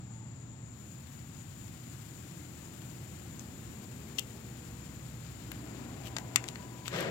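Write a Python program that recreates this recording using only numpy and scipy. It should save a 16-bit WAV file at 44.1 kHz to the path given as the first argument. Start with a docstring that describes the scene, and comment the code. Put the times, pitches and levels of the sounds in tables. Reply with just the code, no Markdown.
"""Soda foaming over on a driveway

Close up, soda erupts from a plastic bottle and keeps fizzing as its bubbles burst. A hand brings a
small wrapper to the neck; thin plastic rustles, buckles and snaps. Insects sing in the yard and
traffic rumbles far off. At the end something brushes close past the stereo pair of microphones,
of which the right one is muffled."""
import sys
import numpy as np
from scipy import signal
from scipy.fft import rfft, irfft
from scipy.io import wavfile

SR = 44100
rng = np.random.default_rng(int(sys.argv[2]) if len(sys.argv) > 2 else 0)


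def generate_wav(signal):
    """Clip the signal to [-1, 1] and save it as 16-bit WAV at the path in sys.argv[1]."""
    frames = np.transpose(np.atleast_2d(signal))
    scaled = np.clip(frames, -1, 1) * 32767
    pcm = np.round(scaled).astype(np.int16)
    wavfile.write(sys.argv[1], SR, pcm)


N = 313110
TIME = np.arange(N) / SR


def foam(erupt_s=0.74, spent_s=3.24):
    """Thousands of tiny bubbles burst each second. The foam erupts, spreads, then thins and coarsens."""
    # spectrum of the bursting foam: (frequency [Hz], gain [dB])
    foam_colour = [(300, -25), (800, -3), (1400, 1), (2600, 1.7), (4000, -.5), (5500, -1.6), (7200, 1.7),
                   (8300, 2), (9200, -4.5), (10200, -4.4), (12600, -1.9), (15800, -3.8)]
    full_db, inside_db = -51, -21  # the fizz is quieter while still in the bottle
    fresh_db, spread_s = -6, 0.57  # it starts low and grows as the foam spreads
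    thin_db_per_s, coarsen_db_per_s = 0.84, 5.5  # spent foam thins and its bubbles merge
    age = np.maximum(TIME - erupt_s, 0)
    spent = np.maximum(TIME - spent_s, 0)
    exposed = amp(inside_db) + (1 - amp(inside_db)) * rise(erupt_s, rise_s=0.033)
    level = exposed * amp(full_db + fresh_db * np.exp(-age / spread_s) - thin_db_per_s * spent)
    fine = grains(per_s=16000, spread_db=2.5) * amp(0.83 * drift(per_s=32))
    ticks = amp(-21.5) * grains(per_s=260, spread_db=4.5)
    # the large bubbles go in spurts and sound lower
    large = grains(per_s=1500, spread_db=2.5) * amp(2.0 * drift(per_s=13))
    large = unit(colour(large, [(700, 0), (1800, -1), (5000, 0.5), (10000, -14.0)]))
    large_share = amp(np.minimum(-17.5 + coarsen_db_per_s * spent, -4))
    return unit(colour(fine + ticks + large_share * large, foam_colour)) * level


def pops(half_s=0.0022):
    """Now and then a clump of large bubbles gives way in one brief spurt."""
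    # collapsing clumps: (time [s], level [dB])
    collapses = [(1.072, -48), (1.193, -50), (1.682, -44.5), (2.821, -47)]
    # spectrum of a collapse: (frequency [Hz], gain [dB])
    pop_colour = [(500, -25), (1500, 0), (3500, 0), (7500, -4), (10000, -14), (15500, -14)]
    level = sum(amp(db) * swell(s, half_s) for s, db in collapses)
    return level * unit(colour(grains(per_s=9000, spread_db=2.5), pop_colour))


def plastic():
    """Plastic crackles and the wrapper rustles, close by; the crackles echo faintly in the yard."""
    # buckling folds: (time [s], strength [dB], band bottom [Hz], band top [Hz])
    folds = [(3.3948, -27, 4300, 8000), (4.185, -17, 2400, 8000), (4.1872, -10.5, 2720, 3260),
             (4.189, -21, 2800, 16000), (4.193, -18.5, 3070, 3400), (4.1937, -14, 4500, 16000),
             (5.517, -25, 1800, 2900), (5.5174, -25.5, 9900, 17300), (6.1662, -15, 890, 7300),
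             (6.1694, -20, 600, 6000), (6.1846, -19.5, 650, 9000), (6.3592, -0.5, 1010, 14000),
             (6.4407, -23, 1500, 7400), (6.481, -29, 3000, 9000), (6.487, -18.5, 2700, 9000),
             (6.5573, -25, 1190, 4470), (6.8576, -26, 1600, 5000), (6.8804, -16.5, 880, 8650),
             (6.9394, -25, 500, 3000), (7.007, -23, 4000, 14000)]
    # soft rubs of the wrapper: (time [s], half length [s], level [dB])
    rubs = [(4.193, 0.014, -40), (6.066, 0.019, -43.5), (6.876, 0.021, -41), (6.99, 0.061, -44.5)]
    # spectrum of the rubbing: (frequency [Hz], gain [dB])
    rustle_colour = [(400, -1), (1500, -4.5), (3000, 7), (4500, -2), (8000, -3), (9500, -15), (12500, -2.5),
                     (15500, -11)]
    snaps = np.zeros(N)
    for s, *shape in folds:
        add(snaps, s, crackle(*shape))
    rubbing = sum(amp(db) * swell(s, half_s) for s, half_s, db in rubs)
    rustle = rubbing * unit(colour(grains(per_s=18000, spread_db=5.5), rustle_colour))
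    balance = amp([[0], [1]])  # left, right
    return (snaps + rustle) * balance + amp(-18.5) * yard_echo(snaps)


def crackle(strength_db, low_hz, high_hz):
    """Thin plastic buckles: a crack, noisy crumpling and a brief ring, longer and cleaner if hard."""
    # modes of the plastic: (frequency [Hz], relative level [dB], nominal 60 dB decay time [s])
    modes = [(1050, -14, .012), (2100, -5, .012), (2750, -1, .014), (3480, -3, .012), (4650, -1, .01),
             (5350, -3, .01), (6850, 1, .009), (7600, 1.5, .009), (8350, 0, .009), (10950, -7, .007),
             (13600, -8.5, .006)]
    fold_to_snap_db = (-9, 1.5)  # strengths from a gentle fold to a full snap-through
    ring_scale = np.interp(strength_db, fold_to_snap_db, (0.72, 1.15))
    crumple_share = np.interp(strength_db, fold_to_snap_db, (0.79, 0.11))
    t = np.arange(2048) / SR
    ring = sum(amp(db - 60 * t / (t60 * ring_scale)) * np.sin(2 * np.pi * (hz * t + rng.random()))
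               for hz, db, t60 in modes)
    crumple = colour(rng.standard_normal(len(t)),
                     [(300, 8.5), (900, 6.0), (8300, 6), (9500, -17), (12500, 3), (16000, 1.5)])
    crumple *= amp(-60 * t / (.017 * ring_scale)) + 1.5 * amp(-60 * t / (.003 * ring_scale))
    snap = np.sqrt(1 - crumple_share) * unit(ring) + np.sqrt(crumple_share) * unit(crumple)
    band = signal.butter(2, [low_hz, high_hz], "bandpass", fs=SR, output="sos")
    return amp(strength_db - 21.5) * np.sqrt(ring_scale) * unit(signal.sosfilt(band, snap))


def brush(start_s=6.933, fade_db_per_s=12):
    """Sliding friction close to the pair, nearer the right microphone: it sets in fast, then dulls."""
    # spectrum of the friction: (frequency [Hz], gain [dB])
    brush_colour = [(60, -33), (120, -8), (175, 2.5), (270, -15), (370, -0.5), (560, 0), (850, -11),
                    (1800, -7), (3200, -13), (6000, -23.5), (8300, -27), (9600, -44), (15500, -50)]
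    hz, frame_s, spectra = signal.stft(diffuse(brush_colour), SR, nperseg=256)
    elapsed = np.maximum(TIME - start_s, 0)
    tilt_db_per_octave = 1.5 - 18 * np.interp(frame_s, TIME, elapsed)
    octaves = np.log2(np.maximum(hz, 300) / 700)
    spectra *= amp(octaves[:, None] * tilt_db_per_octave)
    level = rise(start_s, rise_s=0.014) * amp(-32 - fade_db_per_s * elapsed + 1.4 * drift(per_s=110))
    left, right = signal.istft(spectra, SR, nperseg=256)[1][:, :N] * level
    return np.array([left, colour(right, [(200, 1.1), (900, 0.59), (2500, 4.6), (4500, 8), (8000, 2.5)])])


def insects():
    """Out in the yard, a wavering chorus near 7 kHz and one insect that chirps, weakens and stops."""
    # resonances of the chorus: (frequency [Hz], width [Hz], gain [dB])
    chorus_modes = [(7170, 700, 18), (6900, 900, 1)]
    # resonances of the lone insect: (frequency [Hz], width [Hz], gain [dB])
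    chirp_modes = [(6700, 250, -6), (7000, 310, -3), (7600, 300, -12), (8760, 460, -18), (9570, 150, -17)]
    chorus = rasp(chorus_modes) * amp(-55.0 + 0.18 * drift(per_s=7.2) + 1.27 * drift(per_s=70))
    return chorus + chirps(count=14) * rasp(chirp_modes)


def chirps(count, first_s=0.16, period_s=0.249, half_s=0.043, tired_s=2.5, fade_db_per_s=5):
    """Envelope of an even run of chirps, each a little louder or softer, fading from tired_s on."""
    times = first_s + period_s * np.arange(count)
    levels_db = -57.5 - fade_db_per_s * np.maximum(times - tired_s, 0) + rng.standard_normal(count)
    return sum(amp(db) * np.exp(-np.abs((TIME - s) / half_s) ** 3) for s, db in zip(times, levels_db))


def traffic(road_db=-58.5):
    """A far road: low rumble, tyre roar that swells as vehicles pass, engine drones and whines."""
    # spectrum of the rumble: (frequency [Hz], gain [dB])
    rumble_colour = [(20, -49), (35, -22), (55, -12.5), (90, -2), (125, -0.5), (170, -4.5), (240, -9.5),
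                     (340, -15.5), (450, -37), (900, -49), (3000, -70)]
    # course of the rumble: (time [s], relative level [dB])
    rumble_levels = [(0, -48), (.9, -50), (1.5, -47.5), (2.1, -49), (3.3, -47.5), (4.3, -50.5),
                     (5.3, -47.5), (6.2, -49), (6.7, -51)]
    # spectrum of the tyre roar: (frequency [Hz], gain [dB])
    roar_colour = [(60, -30), (160, -0.5), (250, 2.5), (350, 0), (450, -7), (700, -7.5), (1100, -12.5),
                   (2400, -16.5), (4000, -33), (9000, -53)]
    # passing vehicles: (nearest at [s], half length [s], level [dB])
    passes = [(4.0, 1.63, -53.5), (5.82, 0.28, -47), (6.42, 0.37, -47.5)]
    # engines: (pitch [Hz], wander [share of pitch], loudest at [s], half length [s], level [dB])
    drones = [(115.4, 0.0087, 0.38, 0.48, -50), (120.5, 0.0068, 6.75, 4.5, -51.5),
              (64, 0.019, 5.33, 1.55, -55.5), (401, 0.012, 4.1, 0.37, -60), (481, 0.02, 4.54, 1.02, -66)]
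    # whines of traffic: (frequency [Hz], width [Hz], loudest at [s], half length [s], level [dB])
    whines = [(860, 130, 0.22, .17, -65), (325, 87, 2.9, 0.84, -59), (220, 54, 4.3, 1.2, -56.5),
              (310, 52, 5.55, 0.24, -54.5), (255, 50, 5.85, 0.11, -48.5), (737, 250, 6.22, 0.42, -56),
              (990, 74, 6.7, 0.69, -56)]
    road = diffuse(rumble_colour) * amp(np.interp(TIME, *np.transpose(rumble_levels)) + 0.5)
    roar_power = amp(road_db) ** 2 + sum(amp(db) ** 2 * swell(s, half_s) for s, half_s, db in passes)
    road += diffuse(roar_colour) * np.sqrt(roar_power)
    for hz, wander, s, half_s, db in drones:
        turns = np.cumsum(hz * (1 + wander * drift(per_s=7.9))) / SR
        level = amp(db + 0.67 * drift(per_s=23)) * swell(s, half_s)
        road += np.sqrt(2) * level * np.sin(2 * np.pi * turns)
    for hz, width, s, half_s, db in whines:
        road += amp(db) * swell(s, half_s) * rasp([(hz, width, 0)])
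    return road


def yard_echo(x, t60_s=0.14):
    """Scattered echoes from the ground, the car and the house."""
    t = np.arange(SR // 3) / SR
    taps = rng.standard_normal((2, len(t))) * amp(-60 * t / t60_s)
    taps = colour(taps, [(300, -6), (1500, 9.5), (2700, 8.0), (4000, -2), (5600, 5.5), (8000, -1),
                         (15000, -53)])
    return signal.fftconvolve(x[None], taps / np.linalg.norm(taps[0]), axes=1)[:, :N]


def yard_air():
    """The steady hush of open air, from all around."""
    # spectrum of the air: (frequency [Hz], gain [dB])
    air_colour = [(200, -15), (500, -1.5), (850, 0.5), (1400, -1), (2800, -5), (3800, -5.5), (5300, -9),
                  (8200, -5.5), (9300, -34), (10500, -54), (16000, -40)]
    return amp(-58.5) * diffuse(air_colour)


def diffuse(points):
    """Coloured noise from all around, most alike at the two microphones in the bass."""
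    # likeness of left and right: (frequency [Hz], correlation [0-1])
    likeness = [(60, 0.85), (130, 0.97), (290, 0.73), (450, 0.74), (640, 0.2), (900, 0.7), (1400, 0.8),
                (4000, 0.05)]
    left, other = rfft(rng.standard_normal((2, N)))
    same = read(likeness, np.fft.rfftfreq(N, 1 / SR))
    right = same * left + np.sqrt(1 - same ** 2) * other
    return unit(colour(irfft([left, right], N), points))


def grains(per_s, spread_db):
    """Tiny random impulses at each microphone, most small and a few large."""
    size = amp(spread_db * np.minimum(rng.exponential(1, (2, N)), 6))
    return unit(size * rng.choice([-1, 1], (2, N)) * (rng.random((2, N)) < per_s / SR))


def rasp(modes):
    """Noise in narrow resonances, given as (frequency [Hz], width [Hz], gain [dB])."""
    hz = np.fft.rfftfreq(N, 1 / SR)
    gain = sum(amp(db) / (1 + (2 * (hz - centre) / width) ** 4) for centre, width, db in modes)
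    return unit(irfft(rfft(rng.standard_normal(N)) * gain, N))


def drift(per_s):
    """Smooth random wander of rms 1."""
    hz = np.fft.rfftfreq(N, 1 / SR)
    return unit(irfft(rfft(rng.standard_normal(N)) * np.exp(-(hz / per_s) ** 2) * (hz > 0), N))


def swell(s, half_s):
    """A bell curve that reaches 1 at time s."""
    return np.exp(-((TIME - s) / half_s) ** 2)


def rise(s, rise_s):
    """A smooth step from 0 to 1, half way up at time s."""
    return .5 + .5 * np.tanh((TIME - s) / (2 * rise_s))


def colour(x, points):
    """Filters x by a spectrum of (frequency [Hz], gain [dB])."""
    size = x.shape[-1]
    return irfft(rfft(x) * amp(read(points, np.fft.rfftfreq(size, 1 / SR))), size)


def read(points, hz):
    """Reads a spectrum on a log-frequency axis."""
    point_hz, value = np.transpose(points)
    return np.interp(np.log(hz + 1), np.log(point_hz + 1), value)


def amp(db):
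    """Decibels to gain."""
    return 10 ** (np.asarray(db) / 20)


def unit(x):
    """Scales to rms 1."""
    return x / np.sqrt(np.mean(x ** 2) + 1e-20)


def add(mix, s, sound):
    """Mixes a sound in at time s."""
    part = mix[round(s * SR):][:len(sound)]
    part += sound[:len(part)]


def scene():
    """The bottle, the yard and the far road as they arrive at the two microphones."""
    return foam() + pops() + insects() + traffic() + plastic() + brush() + yard_air()


def record(dry):
    """The right microphone hears late and dull; both hiss, round off peaks and cut the top treble."""
    # response of the muffled right microphone: (frequency [Hz], gain [dB])
    muffled = [(170, 0), (350, -3), (600, -5), (1200, -11), (2500, -11.5), (3400, -18), (5000, -28),
               (7000, -42), (10500, -32), (13000, -19), (15500, -15.5)]
    # microphone self-noise: (frequency [Hz], gain [dB])
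    hiss_colour = [(100, 6), (3000, 3), (6000, .3), (10500, -1), (13000, 3.5), (15500, 5.5)]
    lag_s, ceiling, edge_hz = 8 / SR, 0.85, 15950
    right = colour(np.interp(TIME - lag_s, TIME, dry[1]), muffled)
    heard = np.array([dry[0], right]) + amp(-73.0) * diffuse(hiss_colour)
    heard = ceiling * np.tanh(heard / ceiling)
    lowpass = signal.firwin(255, edge_hz, window=("kaiser", 9), fs=SR)
    return signal.oaconvolve(heard, lowpass[None], "same")


dry = scene()
out = record(dry)
generate_wav(out)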